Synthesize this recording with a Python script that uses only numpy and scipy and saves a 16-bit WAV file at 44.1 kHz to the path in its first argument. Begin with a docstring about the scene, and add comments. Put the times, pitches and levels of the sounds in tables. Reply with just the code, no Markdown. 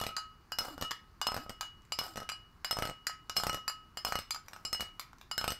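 """Slab shaken in a pint glass

Quiet room, microphone close to a hand-held pint glass; a small hard slab is shaken in and out of it.
Each shake it taps the wall going in, strikes the rim, rattles and slides, and taps the wall coming out.
Contacts damp and renew decaying glass modes, crack as noise bursts, knock slab and air resonances and puff
air out of the mouth; sliding is patchy noise, hums are gliding sines, and hush and room tail are shaped noise."""
import sys
import numpy as np
from scipy import signal
from scipy.fft import rfft, irfft, next_fast_len
from scipy.io import wavfile
from scipy.ndimage import uniform_filter1d, map_coordinates

SR = 44100
rng = np.random.default_rng(int(sys.argv[2]) if len(sys.argv) > 2 else 0)


def wrap_up_sound(samples):
    """Save the sound to the file named by the first command line argument, as 16-bit audio."""
    columns = np.atleast_2d(samples).T
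    # keep every value between -1 and 1, then stretch to whole-number steps
    tamed = np.clip(columns, -1, 1)
    steps = np.round(tamed * 32767).astype(np.int16)
    wavfile.write(sys.argv[1], SR, steps)


N = 246500  # length in samples


def amp(db):
    """Gain of a dB value."""
    return 10 ** (np.asarray(db) / 20)


def unit(x):
    """x at rms 1."""
    return x / np.sqrt(np.mean(x ** 2) + 1e-20)


def along(points, hz):
    """Values at hz, interpolated between (Hz, value) points on a log frequency axis."""
    point_hz, value = np.transpose(points)
    return np.interp(np.log(hz + 1), np.log(point_hz + 1), value)


def filtered(x, response):
    """x times a complex response of frequency, zero-padded so that the end does not wrap round."""
    m = next_fast_len(len(x) + 8192)
    hz = np.fft.rfftfreq(m, 1 / SR)
    return irfft(rfft(x, m) * response(hz), m)[:len(x)]


def resonances(modes):
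    """Causal response of (Hz, width Hz, dB) modes, added with alternating sign."""
    def response(f):
        total = 0
        for k, (centre, width, db) in enumerate(modes):
            band = 1j * f * width
            total = total + (-1) ** k * amp(db) * band / (centre * centre - f * f + band)
        return total
    return response


def drift(rate):
    """A random curve of straight lines between knots, rate knots a second."""
    knots = rng.standard_normal(int(N * rate / SR) + 4)
    return map_coordinates(knots, [np.arange(N) * rate / SR], order=1)


def noise(spectrum, patchy_db):
    """Coloured noise of rms 1 with time-frequency patches of random gain."""
    z = signal.stft(rng.standard_normal(N + SR // 10), nperseg=512)[2]
    field = uniform_filter1d(rng.standard_normal(z.shape), size=6, axis=0)
    field = uniform_filter1d(field, size=6, axis=1)
    x = signal.istft(z * amp(patchy_db * unit(field)), nperseg=512)[1][:N]
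    return unit(filtered(x, lambda hz: amp(along(spectrum, hz))))


# The quiet room behind the glass. Each row: frequency in Hz, relative level in dB per Hz.
HUSH_SPECTRUM = [(12, -65), (20, 0.5), (85, -3.5), (308, -15.5), (374, -16.5), (553, -26), (794, -21.5),
                 (1140, -15), (2360, -29), (3580, -35.5), (4480, -29), (8500, -42.5), (15700, -41)]
HUSH_DB = -61.5  # rms level


def hush():
    """Steady background of the room: patchy noise, coloured by the hush spectrum."""
    return amp(HUSH_DB) * noise(HUSH_SPECTRUM, patchy_db=1)


# The walls around glass and microphone. Each row: frequency in Hz, time to fade by 60 dB in seconds.
ROOM_FADING = [(150, 0.13), (700, 0.16), (2000, 0.31), (5000, 0.24), (13000, 0.16)]


def room(x):
    """Each frequency of the tail dies at its own speed; the glass moves, so the tail keeps changing."""
    out, hop = np.zeros(N + 2 * SR), SR // 5
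    fade = np.hanning(2 * hop + 1)[:-1]
    padded = np.pad(x, (hop, 2 * hop))
    for at in range(0, N + hop, hop):
        # a fresh random tail for each overlapping stretch
        hz, t, z = signal.stft(rng.standard_normal(SR // 2), SR, nperseg=256)
        fading = amp(-60 * t / along(ROOM_FADING, hz)[:, None])
        tail = signal.istft(z * fading, SR, nperseg=256)[1]
        wet = signal.fftconvolve(padded[at:at + 2 * hop] * fade, tail / np.linalg.norm(tail))
        out[at:at + len(wet)] += wet
    return out[hop - 150:][:N]  # the walls answer a few ms late


# Short low hums at the mouth of the glass as the slab half closes it.
# Each row: start and end in seconds, first and last frequency in Hz, peak level in dB before the waver.
MOUTH_HUMS = [(0.704, 0.758, 345, 260, -51.5), (1.383, 1.439, 227, 340, -53), (2.078, 2.145, 350, 300, -59)]


def hums():
    """Soft gliding tones of the half-closed air space, wavering in level."""
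    out = np.zeros(N)
    for start, end, first_hz, last_hz, db in MOUTH_HUMS:
        n = round((end - start) * SR)
        phase = 2 * np.pi * np.cumsum(np.linspace(first_hz, last_hz, n)) / SR
        swell = np.hanning(n) ** 0.16  # nearly flat, with short ends
        out[round(start * SR):][:n] += amp(db) * swell * np.sin(phase)
    return out * amp(3 * drift(90))


# The slab sliding on the glass, close up. Each row: start, loudest moment and end in seconds,
# low rub level in dB, relative grit level in dB. A row that ends before its start stays silent;
# one that ends before its loudest moment is cut off while rising.
SLAB_SLIDES = [(0.597, 0.653, 0.75, -47, -59.5), (1.38, 1.472, 1.45, -58, -64.5),
               (2.002, 2.037, 2.145, -49.5, -59), (2.72, 2.883, 2.6, -62, -64),
               (3.359, 3.38, 3.43, -50, -49), (4.073, 4.062, 4.13, -48, -50),
               (4.48, 4.48, 5.05, -64.5, -89), (4.737, 4.75, 4.76, -68, -62), (5.38, 5.406, 5.23, -51, -81)]
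# Colour of the low rub. Each row: frequency in Hz, relative level in dB per Hz.
RUB_SPECTRUM = [(200, -16), (450, -11), (750, -1), (1050, -7), (1380, -4.5), (1800, -15.5), (3000, -25)]
# Colour of the grit. Each row: frequency in Hz, relative level in dB per Hz.
GRIT_SPECTRUM = [(1500, -44), (3000, 7), (5000, 6), (7500, -2), (10000, -12), (13000, -0.5), (16000, -20)]
SLIDE_START_DB, RUB_END_DB, GRIT_END_DB = -10.5, -12, -12  # relative to the loudest moment


def sliding():
    """Friction: a rough low rub, and grit that keeps the glass modes faintly alive."""
    t = np.arange(N) / SR
    gain = np.zeros((2, N))
    for *times, rub_db, grit_db in SLAB_SLIDES:
        for row, db, end_db in [(0, rub_db, RUB_END_DB), (1, grit_db, GRIT_END_DB)]:
            levels = [db + SLIDE_START_DB, db, db + end_db]
            gain[row] += amp(np.interp(t, times, levels, left=-120, right=-120))
    rub_gain, grit_gain = uniform_filter1d(gain, size=400, axis=1)
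    grains = amp(4.5 * drift(500) + 3 * drift(60))  # fine and coarse roughness
    wall = resonances([(hz, 60, 0) for family in GLASS_HZ[1:] for hz in family])
    scrape = grains * noise(GRIT_SPECTRUM, patchy_db=2.5)
    scrape = unit(scrape) + 2.5 * unit(filtered(scrape, wall))
    rub = unit(grains * noise(RUB_SPECTRUM, patchy_db=-0.5))
    return rub_gain * rub + grit_gain * scrape


# Wall taps going in. Each row: time in seconds, then relative levels in dB of crack, knock, oval ring,
# three-lobed ring and bright ring.
WALL_TAPS_IN = [(.5197, -27, -20.5, -46, -40, -39.5), (1.2147, -24, -18, -43, -35.5, -36),
                (1.9213, -25.5, -22, -46, -38.5, -32.5), (2.6461, -24, -15.5, -55, -38, -35),
                (3.2962, -25.5, -18.5, -40.5, -42, -43), (3.9717, -29, -19.5, -48, -48, -38.5),
                (4.6504, -27.5, -19.5, -43, -40.5, -33.5), (5.3132, -28.5, -17.5, -40.5, -36, -35.5)]
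# Rim strikes. Each row: time in seconds, then relative levels in dB of crack, knock, oval ring,
# three-lobed ring and bright ring.
RIM_STRIKES = [(.5862, -21, -18, -43.5, -35.5, -29.5), (1.2686, -22, -21, -44, -34, -30),
               (1.9885, -22.5, -30, -56, -36, -34.5), (2.71, -23, -15.5, -37, -33.5, -30.5),
               (3.366, -23.5, -16, -41, -34, -29), (4.0488, -21.5, -16.5, -43, -45, -33),
               (4.729, -24, -20, -41, -44, -33), (5.379, -21.5, -18.5, -47, -36, -32.5)]
# Wall taps coming out, with their bounces. Each row: time in seconds, then relative levels in dB of crack,
# knock, oval ring, three-lobed ring and bright ring.
WALL_TAPS_OUT = [(.166, -25.5, -55, -41.5, -52, -34.5), (.1811, -45, -18.5, -44, -46.5, -40.5),
                 (.9093, -28.5, -61, -66, -51, -35.5), (.9157, -28, -62, -45.5, -51, -46),
                 (1.6097, -23.5, -48, -41, -49, -37.5), (1.6287, -58, -19, -54.5, -42.5, -64),
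                 (2.2905, -28.5, -19, -61, -50, -38.5), (2.2978, -27.5, -50, -45, -45, -46),
                 (2.3172, -57, -18, -47.5, -42.5, -37.5), (3.0685, -20, -26, -39.5, -52.5, -30),
                 (3.0955, -40, -17, -41, -49, -42), (3.6793, -23.5, -17.5, -41, -46, -28.5),
                 (3.6975, -32, -17, -40.5, -44, -41), (4.3074, -22.5, -64, -55, -86, -28.5),
                 (4.346, -31, -39, -45, -67, -42), (4.3605, -51, -20.5, -49, -71, -43.5),
                 (4.9956, -27, -78, -53, -71, -39), (5.0128, -41, -73, -58, -80, -71)]
# Rattles inside the glass. Each row: time in seconds, then relative levels in dB of crack, knock,
# oval ring, three-lobed ring and puff.
INNER_RATTLES = [(.0005, -32, -48, -43.5, -41.5, -60), (0.0137, -26, -20.5, -35, -37.5, -33.5),
                 (0.0378, -29.5, -41, -51, -41, -41), (0.0468, -39, -30, -48, -48, -65),
                 (0.066, -25.5, -56, -48, -49, -35.5), (.0897, -39, -43, -43, -46.5, -45),
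                 (.1082, -52, -47, -41, -52, -53), (0.6074, -53.5, -25, -45, -74, -44.5),
                 (.616, -43, -42, -43.5, -69, -44), (0.6834, -52, -28.5, -52, -57, -42),
                 (.779, -40.5, -31, -72, -57.5, -41.5), (.812, -29.5, -50, -43, -47.5, -39.5),
                 (0.8236, -25.5, -52, -50.5, -44, -33.5), (0.848, -41, -59, -41.5, -42, -71),
                 (1.2873, -52, -19, -40.5, -50, -40), (1.3187, -34, -16.5, -42, -57, -37.5),
                 (1.3434, -28.5, -20, -52, -65.5, -39), (1.3648, -29.5, -20, -42, -69, -34),
                 (1.3759, -36, -33, -32.5, -64, -37.5), (1.3821, -47, -35.5, -46.5, -58, -44),
                 (1.463, -58, -42, -51, -63, -46), (1.495, -31.5, -55, -51, -52, -39),
                 (1.5043, -43, -33, -53.5, -53, -43), (2.0137, -49, -19.5, -48, -51, -41.5),
                 (2.1582, -35.5, -38, -50, -52, -41), (2.1715, -31, -53, -45, -58, -50),
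                 (2.1769, -35.5, -62, -50, -50, -36.5), (2.202, -35.5, -38.5, -41.5, -56, -44),
                 (2.219, -58, -55, -47.5, -55, -42), (2.2304, -45, -29, -50.5, -53, -49),
                 (2.728, -30, -45, -48, -53, -40), (2.769, -35, -16, -48, -46, -38),
                 (2.7871, -27.5, -36, -38.5, -56, -31.5), (2.823, -25.5, -36, -36.5, -42.5, -30.5),
                 (2.8532, -28, -46, -38, -45, -36), (2.8733, -33, -48, -44, -59, -42),
                 (2.891, -51, -60, -43, -54, -39), (2.897, -34, -43, -47, -49, -38.5),
                 (2.9114, -56, -65, -51.5, -45, -43), (3.3837, -48, -36, -44, -45, -40.5),
                 (3.3997, -43.5, -20, -40, -50, -42.5), (3.4354, -25.5, -14.5, -42, -50.5, -35),
                 (3.4677, -22.5, -24, -34, -60, -30), (3.4954, -25.5, -20, -33, -39, -35.5),
                 (3.5303, -32, -39, -35.5, -41, -39), (3.545, -27.5, -47, -40.5, -45, -36),
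                 (3.573, -46, -53, -40, -46.5, -44.5), (4.0683, -40, -19, -46, -49, -44.5),
                 (4.0875, -44, -34, -40.5, -49, -44), (4.1227, -26.5, -12, -42, -50, -38),
                 (4.1548, -24, -22, -39, -38, -33.5), (4.1887, -26.5, -37, -66, -53.5, -39),
                 (4.533, -38, -25, -52, -80, -58), (4.7474, -35, -22, -55, -39, -50),
                 (4.797, -40, -28, -69, -39, -45), (4.807, -23, -38, -49, -37.5, -41),
                 (4.8242, -38, -80, -50, -49, -41.5), (5.413, -31, -29, -41.5, -48, -40.5),
                 (5.4418, -25.5, -12.5, -47, -70, -36), (5.4787, -21, -17, -36, -38, -31.5),
                 (5.5044, -27, -59, -40, -37.5, -39), (5.52, -26.5, -54, -48, -45.5, -36.5)]
# How each kind of contact shares its bright ring. Columns: the five upper mode families, relative levels in dB.
IN_SHARE = [-5, 0.5, -6, -2.5, -31]
STRIKE_SHARE = [1, -24, 1.5, -16, -8]
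OUT_SHARE = [-5, -0.5, -18.5, -6, -21]
RATTLE_SHARE = [1, -4, -4, -60, -2]
RATTLE_RING_DB = -19  # a rattle's bright ring relative to its crack
IN_PUFF_DB, STRIKE_PUFF_DB, OUT_PUFF_DB = -22, -17.5, -30  # puff relative to the crack
# extra fading of the two lowest families while the slab leans on the wall
IN_GRIP_DB_PER_S, STRIKE_GRIP_DB_PER_S = 188, 245


def contacts():
    """All contacts in time order: seconds, crack, knock, puff and seven ring families in dB, grip in dB/s."""
    kinds = [(WALL_TAPS_IN, IN_PUFF_DB, IN_SHARE, IN_GRIP_DB_PER_S),
             (RIM_STRIKES, STRIKE_PUFF_DB, STRIKE_SHARE, STRIKE_GRIP_DB_PER_S),
             (WALL_TAPS_OUT, OUT_PUFF_DB, OUT_SHARE, 0)]
    rows = []
    for table, puff_db, share_db, grip in kinds:
        for s, crack, knock, oval, lobed, bright in table:
            upper = np.add(bright, share_db)
            rows.append((s, crack, knock, crack + puff_db, oval, lobed, *upper, grip))
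    for s, crack, knock, oval, lobed, puff in INNER_RATTLES:
        upper = np.add(crack + RATTLE_RING_DB, RATTLE_SHARE)
        rows.append((s, crack, knock, puff, oval, lobed, *upper, 0))
    return np.array(sorted(rows))


# Colour of hard surfaces cracking together. Each row: frequency in Hz, relative level in dB.
CRACK_SPECTRUM = [(600, -18.5), (1100, 4), (2300, 0), (3500, -4.5), (6000, -3.5), (7800, -8.5), (9800, -16),
                  (11400, -14.5), (12300, -8.5), (13300, -12), (16000, -22)]
# The slab's damped modes. Each row: frequency in Hz, width in Hz, relative level in dB.
SLAB_MODES = [(848, 310, -5.5), (1475, 200, 1.5), (2160, 86, -1), (2420, 580, -33)]
# The air in the glass. Each row: frequency in Hz, width in Hz, relative level in dB.
AIR_MODES = [(730, 206, 0.5)]
# Faint ticks that leave the ringing alone. Each row: time in seconds, crack and knock relative levels in dB.
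FAINT_TICKS = [(1.82, -59, -62), (1.851, -53.5, -60), (3.272, -63, -60), (4.462, -55, -60),
               (4.4834, -35.5, -60), (4.5625, -45, -23), (5.131, -50.5, -28), (5.184, -50, -58),
               (5.213, -42, -31.5), (5.228, -55, -48)]
TICK_PUFF_DB = -30  # relative to the crack


def blows():
    """Crack of hard surfaces, knock of the slab, push on the air in the glass, and puff out of the mouth."""
    cracks, knocks, pushes, puffs = np.zeros((4, N + SR))
    t = np.arange(SR // 10) / SR
    crack_noise = noise(CRACK_SPECTRUM, patchy_db=-3)
    ticks = [(s, crack, knock, crack + TICK_PUFF_DB) for s, crack, knock in FAINT_TICKS]
    table = [*contacts()[:, :4], *ticks]
    chatter = rng.standard_normal((len(table), len(t)))

    def hump(late, length):
        """A smooth pulse, its delay and length in seconds."""
        return np.sin(np.pi * np.clip((t - late) / length, 0, 1)) ** 2

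    suck = hump(.0004, .001) + .4 * hump(.0019, .001)  # the bottom of the glass sends the pulse back
    swell = t / .005 * np.exp(-t / 0.0087)
    puff = swell * suck.sum() / swell.sum() - suck  # air is drawn in sharply and flows back slowly
    decay = amp(-60 * t / 0.013) + 0.14 * amp(-60 * t / 0.049)
    snap = (1 - np.exp(-t / 0.000087)) * decay
    for k, (s, crack_db, knock_db, puff_db) in enumerate(table):
        burst = np.roll(crack_noise, -k * len(t) // 5)[:len(t)]
        at = round(s * SR)
        force = hump(.0003, .0006) + .11 * chatter[k] * amp(-60 * t / .07)
        push_db = 0.9 * knock_db + 0.51 * puff_db + 11.5  # the cavity sounds when air moves
        cracks[at:][:len(t)] += amp(crack_db - 4.0) * burst * snap
        knocks[at:][:len(t)] -= amp(knock_db - 5.0) * force
        pushes[at:][:len(t)] -= amp(push_db) * force
        puffs[at:][:len(t)] += amp(puff_db + 9.5) * puff
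    slab = filtered(knocks[:N], resonances(SLAB_MODES))
    air = filtered(pushes[:N], resonances(AIR_MODES))
    return cracks[:N] + slab + air + puffs[:N]


# Glass mode frequencies in Hz. Each row: a family that a contact excites together, in order the oval rim pair,
# three-lobed rim pair, lowest wall pair, second wall mode, four-lobed rim pair, high wall and high rim modes.
GLASS_HZ = [
    [1277, 1300],
    [2916, 2961],
    [4212, 4240],
    [4838],
    [5168, 5206],
    [7235, 7547, 10734, 8990],
    [8096, 11610, 13095, 14170, 14481, 14804, 15548, 9685],
]
# The same modes, row for row. Each entry: relative level in the family in dB, time to fade by 60 dB in seconds.
GLASS_MODES = [
    [(-2, 0.48), (2, 0.041)],
    [(0.5, 0.44), (-43, 0.11)],
    [(-8, .13), (-8, .09)],
    [(0, 0.098)],
    [(-1, .24), (-4, .1)],
    [(-1.5, 0.067), (-5, 0.057), (-15.5, 0.13), (-21, 0.1)],
    [(-1.5, 0.14), (1, 0.051), (-5.5, 0.023), (-13, 0.1), (-24, 0.092), (-34, .08), (-14.5, 0.079),
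     (-41, 0.11)],
]
DAMPING_DB = -3.5  # what a contact leaves of the upper families


def ringing():
    """Each contact resets the two lowest families and adds to what it leaves of the upper ones, at a new phase."""
    table = contacts()
    t = np.arange(N) / SR
    last = np.maximum(np.searchsorted(table[:, 0], t) - 1, 0)  # latest contact at each sample
    since = t - table[last, 0]
    gaps = np.diff(table[:, 0])
    out = np.zeros(N)
    for k, (family_db, family_hz, family) in enumerate(zip(table[:, 4:].T, GLASS_HZ, GLASS_MODES)):
        lowest = k < 2
        for hz, (db, t60) in zip(family_hz, family):
            draw = rng.standard_normal((len(table), 2))
            scatter_db = .8 * draw[:, 0]
            size = amp(family_db + db + scatter_db)
            if not lowest:
                for i, gap in enumerate(gaps):
                    left = size[i] * amp(DAMPING_DB - 60 * gap / t60)
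                    size[i + 1] = np.hypot(size[i + 1], left)
            start = size * np.exp(.7j * np.cumsum(draw[:, 1]))
            grip = table[last, -1] * lowest
            swing = start[last] * amp(-(60 / t60 + grip) * since)
            swing = signal.lfilter([.03], [1, .03 - 1], swing)  # the wave needs a moment to run round the rim
            # the glass turns in the hand: higher modes have narrower lobes and waver more
            waver = (hz / 14000) ** .75
            swing *= 1 + 0.41 * waver * (drift(90) + 1j * drift(90))
            out += (swing * np.exp(2j * np.pi * hz * t)).real
    return out


def scene():
    """Glass, room and background hush."""
    ring = ringing()
    hits = blows() + sliding() + hums()
    wet = room(amp(-11) * ring + amp(-5.5) * hits)
    return (ring + hits + wet + hush())[None]


# The recorder's top end. Each row: frequency in Hz, gain in dB.
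TREBLE_GAIN = [(15600, 0.5), (16000, -22), (16800, -30)]
TOP_HZ = 16800  # band limit


def record(dry):
    """The recorder's treble falls away just under its band limit."""
    return filtered(dry[0], lambda hz: amp(along(TREBLE_GAIN, hz)) * (hz < TOP_HZ))[None]


dry = scene()
out = record(dry)
wrap_up_sound(out)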